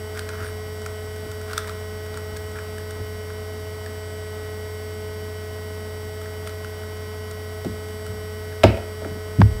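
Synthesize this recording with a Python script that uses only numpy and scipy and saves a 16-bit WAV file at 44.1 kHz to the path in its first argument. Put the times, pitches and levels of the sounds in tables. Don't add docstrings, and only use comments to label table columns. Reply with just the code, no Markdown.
import sys
import numpy as np
from scipy import signal
from scipy.fft import rfft, irfft, next_fast_len
from scipy.io import wavfile
from scipy.ndimage import map_coordinates

SR = 44100
rng = np.random.default_rng(int(sys.argv[2]) if len(sys.argv) > 2 else 0)


def dump_mix(stems):
    frames = np.atleast_2d(stems).T
    limited = np.clip(frames, -1, 1)
    pcm = np.round(limited * 32767).astype(np.int16)
    wavfile.write(sys.argv[1], SR, pcm)


def ratio(d):
    e = np.asarray(d, float) / 20
    return 10 ** e


N = 423360


def unit(x):
    return x / np.sqrt(np.mean(x ** 2) + 1e-20)


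def along(points, hz):
    f, v = np.transpose(points)
    return np.interp(np.log(hz + 1), np.log(f + 1), v)


def wobble(rate):
    coarse = np.arange(0, N + 32, 32)
    knots = rng.standard_normal(int(N * rate / SR) + 4)
    return np.interp(np.arange(N), coarse, map_coordinates(knots, [coarse * rate / SR]))


def ramp(start, length, db, rise, fall):
    t = np.arange(N) / SR
    return db - rise * np.maximum(start - t, 0) - fall * np.maximum(t - start - length, 0)


def filtered(x, response):
    m = next_fast_len(N + SR // 2)
    return irfft(rfft(x, m) * response(np.fft.rfftfreq(m, 1 / SR)), m)[..., :N]


def resonant(x, peaks):
    def response(f):
        total = 0
        for k, (centre, width, db) in enumerate(peaks):
            total = total + (-1) ** k * ratio(db) * 1j * f * width / (centre ** 2 - f * f + 1j * f * width)
        return total
    return filtered(x, response)


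def tones(lines, cycles, shake_db, scatter=1, smear=0):
    out = np.zeros(N)
    for k, db in lines:
        level = np.sqrt(2) * ratio(db + shake_db * wobble(2.92))
        turns = k * cycles + smear * k * k + scatter * rng.standard_normal()
        out += level * np.cos(2 * np.pi * turns)
    return out


def bursts(times, levels_db, t60, rise=.001, pitches_hz=None, width_hz=300):
    out, t = np.zeros(N + SR), np.arange(1500) / SR
    for k, (s, db) in enumerate(zip(times, levels_db)):
        puff = ratio(-60 * t / t60) * (1 - np.exp(-t / rise)) * rng.standard_normal(len(t))
        if pitches_hz is not None:
            peak = signal.iirpeak(pitches_hz[k], pitches_hz[k] / width_hz, SR)
            puff = signal.lfilter(*peak, signal.lfilter(*peak, puff))
        out[round(s * SR):][:len(t)] += ratio(db) * puff / np.abs(puff).max()
    return out[:N]


# f/Hz, t60/s
ROOM = [(200, 0.38), (1500, 0.58), (4000, 0.31), (9000, 0.18)]


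def room(x):
    hz, t, z = signal.stft(rng.standard_normal(SR // 2), SR, nperseg=256)
    decay = ratio(-60 * t / along(ROOM, hz)[:, None])
    tail = signal.istft(z * decay, SR, nperseg=256)[1]
    return signal.fftconvolve(np.pad(x, (300, 0)), tail / np.linalg.norm(tail))[:N]


# f/Hz, level/dB per Hz
HISS_FLOOR = [(25, -87), (60, -80), (105, -67), (150, -70), (270, -72), (480, -76), (670, -73), (900, -78),
              (1700, -84.5), (2900, -88.5), (4400, -91.5), (6500, -94), (8200, -92.5), (15000, -95.5)]
# t/s, level/dB
ARM_SHOVES = [(0.4, -48), (1.2, -62), (1.65, -53), (1.98, -58), (2.96, -52), (6.0, -69), (7.7, -60),
              (8.15, -64), (8.72, -64), (9.3, -60), (9.55, -42)]


def hiss():
    floor = filtered(rng.standard_normal(N), lambda hz: ratio(along(HISS_FLOOR, hz)) * np.sqrt(SR / 2))
    lean = ratio(-73)
    for s, db in ARM_SHOVES:
        lean = lean + ratio(ramp(s, 0, db, rise=70, fall=45))
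    rumble = filtered(rng.standard_normal(N), lambda hz: (hz / 30) ** 2 / (1 + (hz / 45) ** 5))
    return floor + lean * ratio(2.5 + 3 * wobble(6)) * unit(rumble)


# f/Hz, width/Hz, level/dB rms a line
DISPLAY_HUMPS = [(7270, 270, -92), (8280, 500, -74.5), (9580, 400, -75.5), (10600, 900, -83),
                 (11600, 500, -80), (12200, 500, -80), (13100, 900, -82), (14100, 250, -79),
                 (15250, 400, -84)]


def display():
    hz = 29.95 * np.arange(200, 525)
    humps = sum(ratio(db) * np.exp(-((hz - c) / w * 2) ** 2) for c, w, db in DISPLAY_HUMPS)
    uneven = rng.standard_normal(len(hz)) + 1j * rng.standard_normal(len(hz))
    lines = np.zeros(N // 2 + 1, complex)
    lines[np.round(hz * N / SR).astype(int)] = humps * uneven
    return irfft(lines, N) * N / 2


# f/Hz, level/dB rms
SPINDLE_LINE = (90.0, -35.0)
# f/Hz, level/dB rms
STRAY_LINES = [(59.4, -62), (72.2, -58), (118.6, -63), (188.2, -59), (239.9, -64), (2985.0, -70),
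               (2998.4, -70)]
# multiple of its pitch, level/dB rms
BUZZ_LINES = [(1, -55.6), (2, -37.2), (3, -47.0), (5, -62.0), (6, -54.9), (7, -52.3), (8, -63.4),
              (9, -50.3), (10, -54.0), (11, -63.2), (12, -74.9), (13, -70.6), (14, -57.1), (15, -61.2),
              (16, -64.2), (17, -66.0), (18, -64.2), (19, -69.0), (21, -64.7), (22, -58.2), (23, -61.5),
              (24, -77.8), (25, -61.7), (26, -57), (27, -64.3), (29, -69.0), (30, -72.2), (31, -78.0),
              (34, -75.2), (37, -72.4)]
# multiple of its turning rate, level/dB rms
FAN_LINES = [(1, -56), (4, -55), (8, -63), (9, -59), (12, -61), (16, -62), (19, -59), (20, -66), (24, -67),
             (28, -62), (32, -69), (36, -62)]
# f/Hz, level/dB rms
WHINE_LINES = [(3053.2, -73), (4946.9, -72), (7999.9, -59), (9455.8, -73), (9833.8, -75), (9863.7, -71),
               (9893.7, -71), (9923.6, -75), (11053.1, -71), (11804.7, -75), (11928.9, -74), (12071.0, -73),
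               (12195.4, -70), (12508.9, -71), (12946.8, -66), (12976.8, -75), (13354.8, -75),
               (13384.7, -75), (13698.3, -72), (15248.5, -66)]


def laptop():
    t = np.arange(N) / SR
    buzz_hz, fan_hz = 213.7, 54.62
    spindle = tones([SPINDLE_LINE], t, shake_db=.15)
    strays = tones(STRAY_LINES, t, shake_db=3.5)
    buzz = tones(BUZZ_LINES, buzz_hz * t + .02 * wobble(.6), shake_db=.6, scatter=.045, smear=.002)
    fan = tones(FAN_LINES, fan_hz * t + 0.032 * wobble(1.5), shake_db=2.0)
    whine = tones(WHINE_LINES, t, shake_db=1.8)
    return spindle + strays + ratio(.2) * buzz + ratio(0.1) * fan + ratio(0.8) * whine + display()


def ring(modes, t, rise_cycles):
    out = np.zeros(len(t))
    for hz, db, t60 in modes:
        swell = (1 - np.exp(-t * hz / rise_cycles)) ** 2
        out -= ratio(db - 60 * t / t60) * swell * np.sin(2 * np.pi * hz * t)
    return out


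# f/Hz, level/dB, t60/s
BOOM_MODES = [(105.3, 4, 0.23), (68.7, -4, 0.23), (119.4, -1.5, 0.14)]
THUD_MODES = [(133.7, 8.5, 0.053), (188.5, -5.5, 0.18), (252, -4.5, 0.052)]
BOARD_MODES = [(225, -1.5, 0.12), (251, 1, 0.11), (302, 0.5, 0.088), (366, 4.5, 0.059)]
KNOCK_MODES = [(469, -9.5, 0.15), (578, 7.5, 0.04), (637, 12.5, 0.031), (791, -0.5, 0.052),
               (918, -10, 0.094)]
# f/Hz, width/Hz, level/dB
CRACK_PEAKS = [(840, 220, 2.5), (1580, 490, 6), (2320, 370, 6.5), (3250, 1100, 1.5), (4350, 3000, -18.5),
               (6440, 1100, -36), (9900, 5000, -29)]
# octaves over the boom, level/dB
GROUP_COUPLING = [
    (0, 0.5),
    (0.6, -2),
    (1.5, 3.6),
    (2.6, -1.16),
    (3.6, 1),
]
# t/s, level/dB, focus/octaves over the boom, fall-off/dB an octave
TABLE_BLOWS = [(0.401, -25, 0.01, 10), (1.25, -24.5, 0.01, 7.5), (2.991, -22.5, 0.01, 8.5),
               (7.646, -22, 2.32, 24), (7.652, -11.5, 0.74, 12.5), (8.08, -23, 0.01, 21),
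               (8.634, -17, 3.45, 16), (8.635, -0.5, 0.05, 5.5), (8.64, -11, 1.7, 20),
               (8.638, -2.1, 2.5, 10.5), (8.685, -22.5, 1.5, 12), (8.772, -24.5, 2.76, 17),
               (9.019, -24.5, 2.14, 18), (9.049, -20, 1.9, 15), (9.059, -32, 1.7, 22),
               (9.101, -19.5, 0.7, 20), (9.155, -26, 1, 17), (9.386, 9.5, 0.43, 30.5),
               (9.404, 1, 0.057, 13), (9.416, -9, 0.01, 18)]
# t/s, level/dB
SKIN_SLAPS = [
    (9.046, -40),
    (9.059, -30),
    (9.404, -32),
    (9.415, -0.5),
    (9.418, -13),
]
# f/Hz, width/Hz, level/dB
SLAP_PEAKS = [(750, 290, -0.5), (1110, 170, -1), (1560, 270, -4), (2600, 280, -22), (3200, 460, -31),
              (5030, 5000, -13)]


def table():
    wood, t = np.zeros(N + SR), np.arange(SR // 2) / SR
    groups = np.array([ring(BOOM_MODES, t, rise_cycles=1.93), ring(THUD_MODES, t, rise_cycles=0.99),
                       ring(BOARD_MODES, t, rise_cycles=1.4), ring(KNOCK_MODES, t, rise_cycles=1.0)])
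    octaves, coupling_db = np.transpose(GROUP_COUPLING)
    s, db, focus, fall = np.transpose(TABLE_BLOWS)[:, :, None]
    shares_db = db + coupling_db - fall * np.abs(octaves - focus)
    times, crack_db = s[:, 0], shares_db[:, -1]
    for start, levels_db in zip(times, shares_db):
        wood[round(start * SR):][:len(t)] += ratio(levels_db[:-1]) @ groups
    crack = bursts(times, crack_db + 3, .005, rise=.0002)
    crack += bursts(times, crack_db - 3, 0.034, rise=0.00078)
    slap = resonant(bursts(*np.transpose(SKIN_SLAPS), 0.012), SLAP_PEAKS)
    slap = filtered(slap, lambda hz: 1 / (1 + 1j * hz / 2800) ** 3)
    return wood[:N], ratio(16) * slap, ratio(14.5) * resonant(crack, CRACK_PEAKS)


# t/s, level/dB, hardness/dB, body f/Hz, edge f/Hz
PIECE_SNAPS = [(0.173, -25.5, -6, 1560, 2330), (0.192, -24.5, 1, 1530, 3730),
               (0.2895, -30.5, 1, 1500, 3810), (0.405, -31, -12, 1550, 4490),
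               (0.4385, -33, -20, 1390, 2990), (0.465, -30, -19, 1580, 2290),
               (0.4866, -32, -16, 1350, 3000), (0.8606, -27, 1.5, 1400, 2320),
               (1.532, -23.5, -3, 1440, 4390), (1.5777, -14.5, -0.5, 1350, 3500),
               (1.5934, -33, -11, 1520, 3000), (1.6442, -32, -16, 1590, 2990), (1.679, -36, 3, 1010, 3720),
               (1.6875, -33, -4, 1350, 3820), (1.6938, -28, -3, 1290, 2990), (2.141, -30.5, -4, 1280, 3850),
               (2.173, -25, -6, 1290, 4430), (2.364, -39.5, 8.5, 1610, 4470),
               (2.587, -29.5, -12, 1540, 2360), (3.301, -31, -20, 1440, 3200), (3.861, -30, -5, 1720, 4490),
               (6.473, -30.5, 4, 1400, 2430), (6.645, -28.5, -4, 1440, 2310),
               (9.046, -25.5, -27, 1490, 2990)]
# t/s, level/dB, sharpness/dB
CORNER_TICKS = [(0.1497, -36, -12), (0.384, -35, -20), (0.8174, -40, 0), (1.1604, -41, 2), (1.315, -37, 2),
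                (1.413, -35.5, -2), (1.509, -38, -15), (1.6342, -42, -17), (1.673, -31, -4),
                (2.061, -38, -3), (2.3684, -35, 3.5), (2.5154, -43, 0), (2.557, -32, -18),
                (2.7816, -32, -5), (2.907, -36, -1), (4.4466, -36, -18), (5.5847, -39, -13),
                (6.2146, -35, -5), (6.2573, -32, -17), (6.493, -41, 3), (6.8329, -35, -18),
                (6.9686, -42, -4), (7.311, -36.5, 2), (7.6464, -36.5, 1), (7.885, -42, 0),
                (7.9942, -43, -9), (8.064, -33.5, -4), (9.404, -34.5, 0), (8.525, -34, -18)]


def contacts():
    snaps = [(s, db, hard, -6 + 0.67 * hard, body_hz, edge_hz) for s, db, hard, body_hz, edge_hz in PIECE_SNAPS]
    stray = np.exp(.035 * rng.standard_normal((len(CORNER_TICKS), 2)))
    ticks = [(s, db, -2 + 0.43 * sharp, sharp, 1490 * a, 3650 * b)
             for (s, db, sharp), (a, b) in zip(CORNER_TICKS, stray)]
    return np.transpose(snaps + ticks)


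# f/Hz, width/Hz, level/dB
CUBE_BODY = [(1350, 550, 2), (1560, 230, 6.5)]
CUBE_EDGE = [(2400, 660, -4.5), (3650, 350, -2.5), (4660, 1200, -7.5)]
CUBE_TIP = [(6110, 2800, -1.5), (8820, 390, 6.5), (12000, 3000, -11)]
# t/s, length/s, level/dB, brightness/dB
FACE_RUBS = [
    (0.172, 0.021, -34, -11),
    (0.29, 0.065, -39, -14),
    (0.402, 0.046, -33.5, -22),
    (0.442, 0.045, -55, 8.5),
    (1.48, 0.065, -39, -8),
    (1.577, 0.011, -32, -5),
    (1.634, 0.09, -46, -7),
    (2.15, 0.033, -49, -1),
    (2.565, 0.035, -40.5, -11),
    (6.468, 0.008, -44, -2),
]


def cube():
    s, body_db, edge_db, tip_db, body_hz, edge_hz = contacts()
    out = bursts(s, body_db + 1.5, .011, rise=.0008, pitches_hz=body_hz, width_hz=400)
    out += bursts(s, body_db + edge_db - 6, 0.007, pitches_hz=edge_hz, width_hz=650)
    out += resonant(bursts(s, body_db + edge_db + 15, .008), CUBE_EDGE)
    out += resonant(bursts(s, body_db + tip_db + 10.5, 0.016), CUBE_TIP)
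    slips = rng.standard_normal(N) * ratio(3.5 * wobble(200))
    body, edge, tip = [unit(resonant(slips, part)) for part in (CUBE_BODY, CUBE_EDGE, CUBE_TIP[1:2])]
    for start, length, db, bright_db in FACE_RUBS:
        press = ratio(ramp(start, length, db - 4, rise=700, fall=700))
        dry_hiss = ratio(-4 + 1.7 * bright_db) * tip
        out += press * (body + ratio(bright_db) * edge + dry_hiss)
    return out


def scene():
    wood, slap, crack = table()
    pieces = cube()
    echo = room(ratio(-9.5) * crack + ratio(-13.5) * wood + ratio(-12.0) * pieces)
    mono = wood + slap + crack + pieces + echo + laptop() + hiss()
    return mono * ratio([[-.1], [.1]])


def apart(x, share, depth_db):
    z = signal.stft(x, nperseg=2048)[2]
    chosen = np.repeat(rng.random((32, z.shape[1])) < share, 33, axis=0)[:len(z)]
    weight = np.clip(np.arange(len(z)) / 60, .6, 1)[:, None]
    scrambled = z * chosen * weight * np.exp(2j * np.pi * rng.random(z.shape))
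    side = signal.istft(scrambled, nperseg=2048)[1][:N]
    return ratio(depth_db) * np.array([side, -side])


def low_pass(x):
    return signal.sosfilt(signal.butter(12, 16470, fs=SR, output="sos"), x)


def record(dry):
    held = dry / (1 + np.abs(dry / .97) ** 8) ** (1 / 8)
    held = held + apart(held.mean(axis=0), share=.04, depth_db=-11)
    mix = filtered(held, lambda hz: hz < 15760)
    return low_pass(mix)


dry = scene()
out = record(dry)
dump_mix(out)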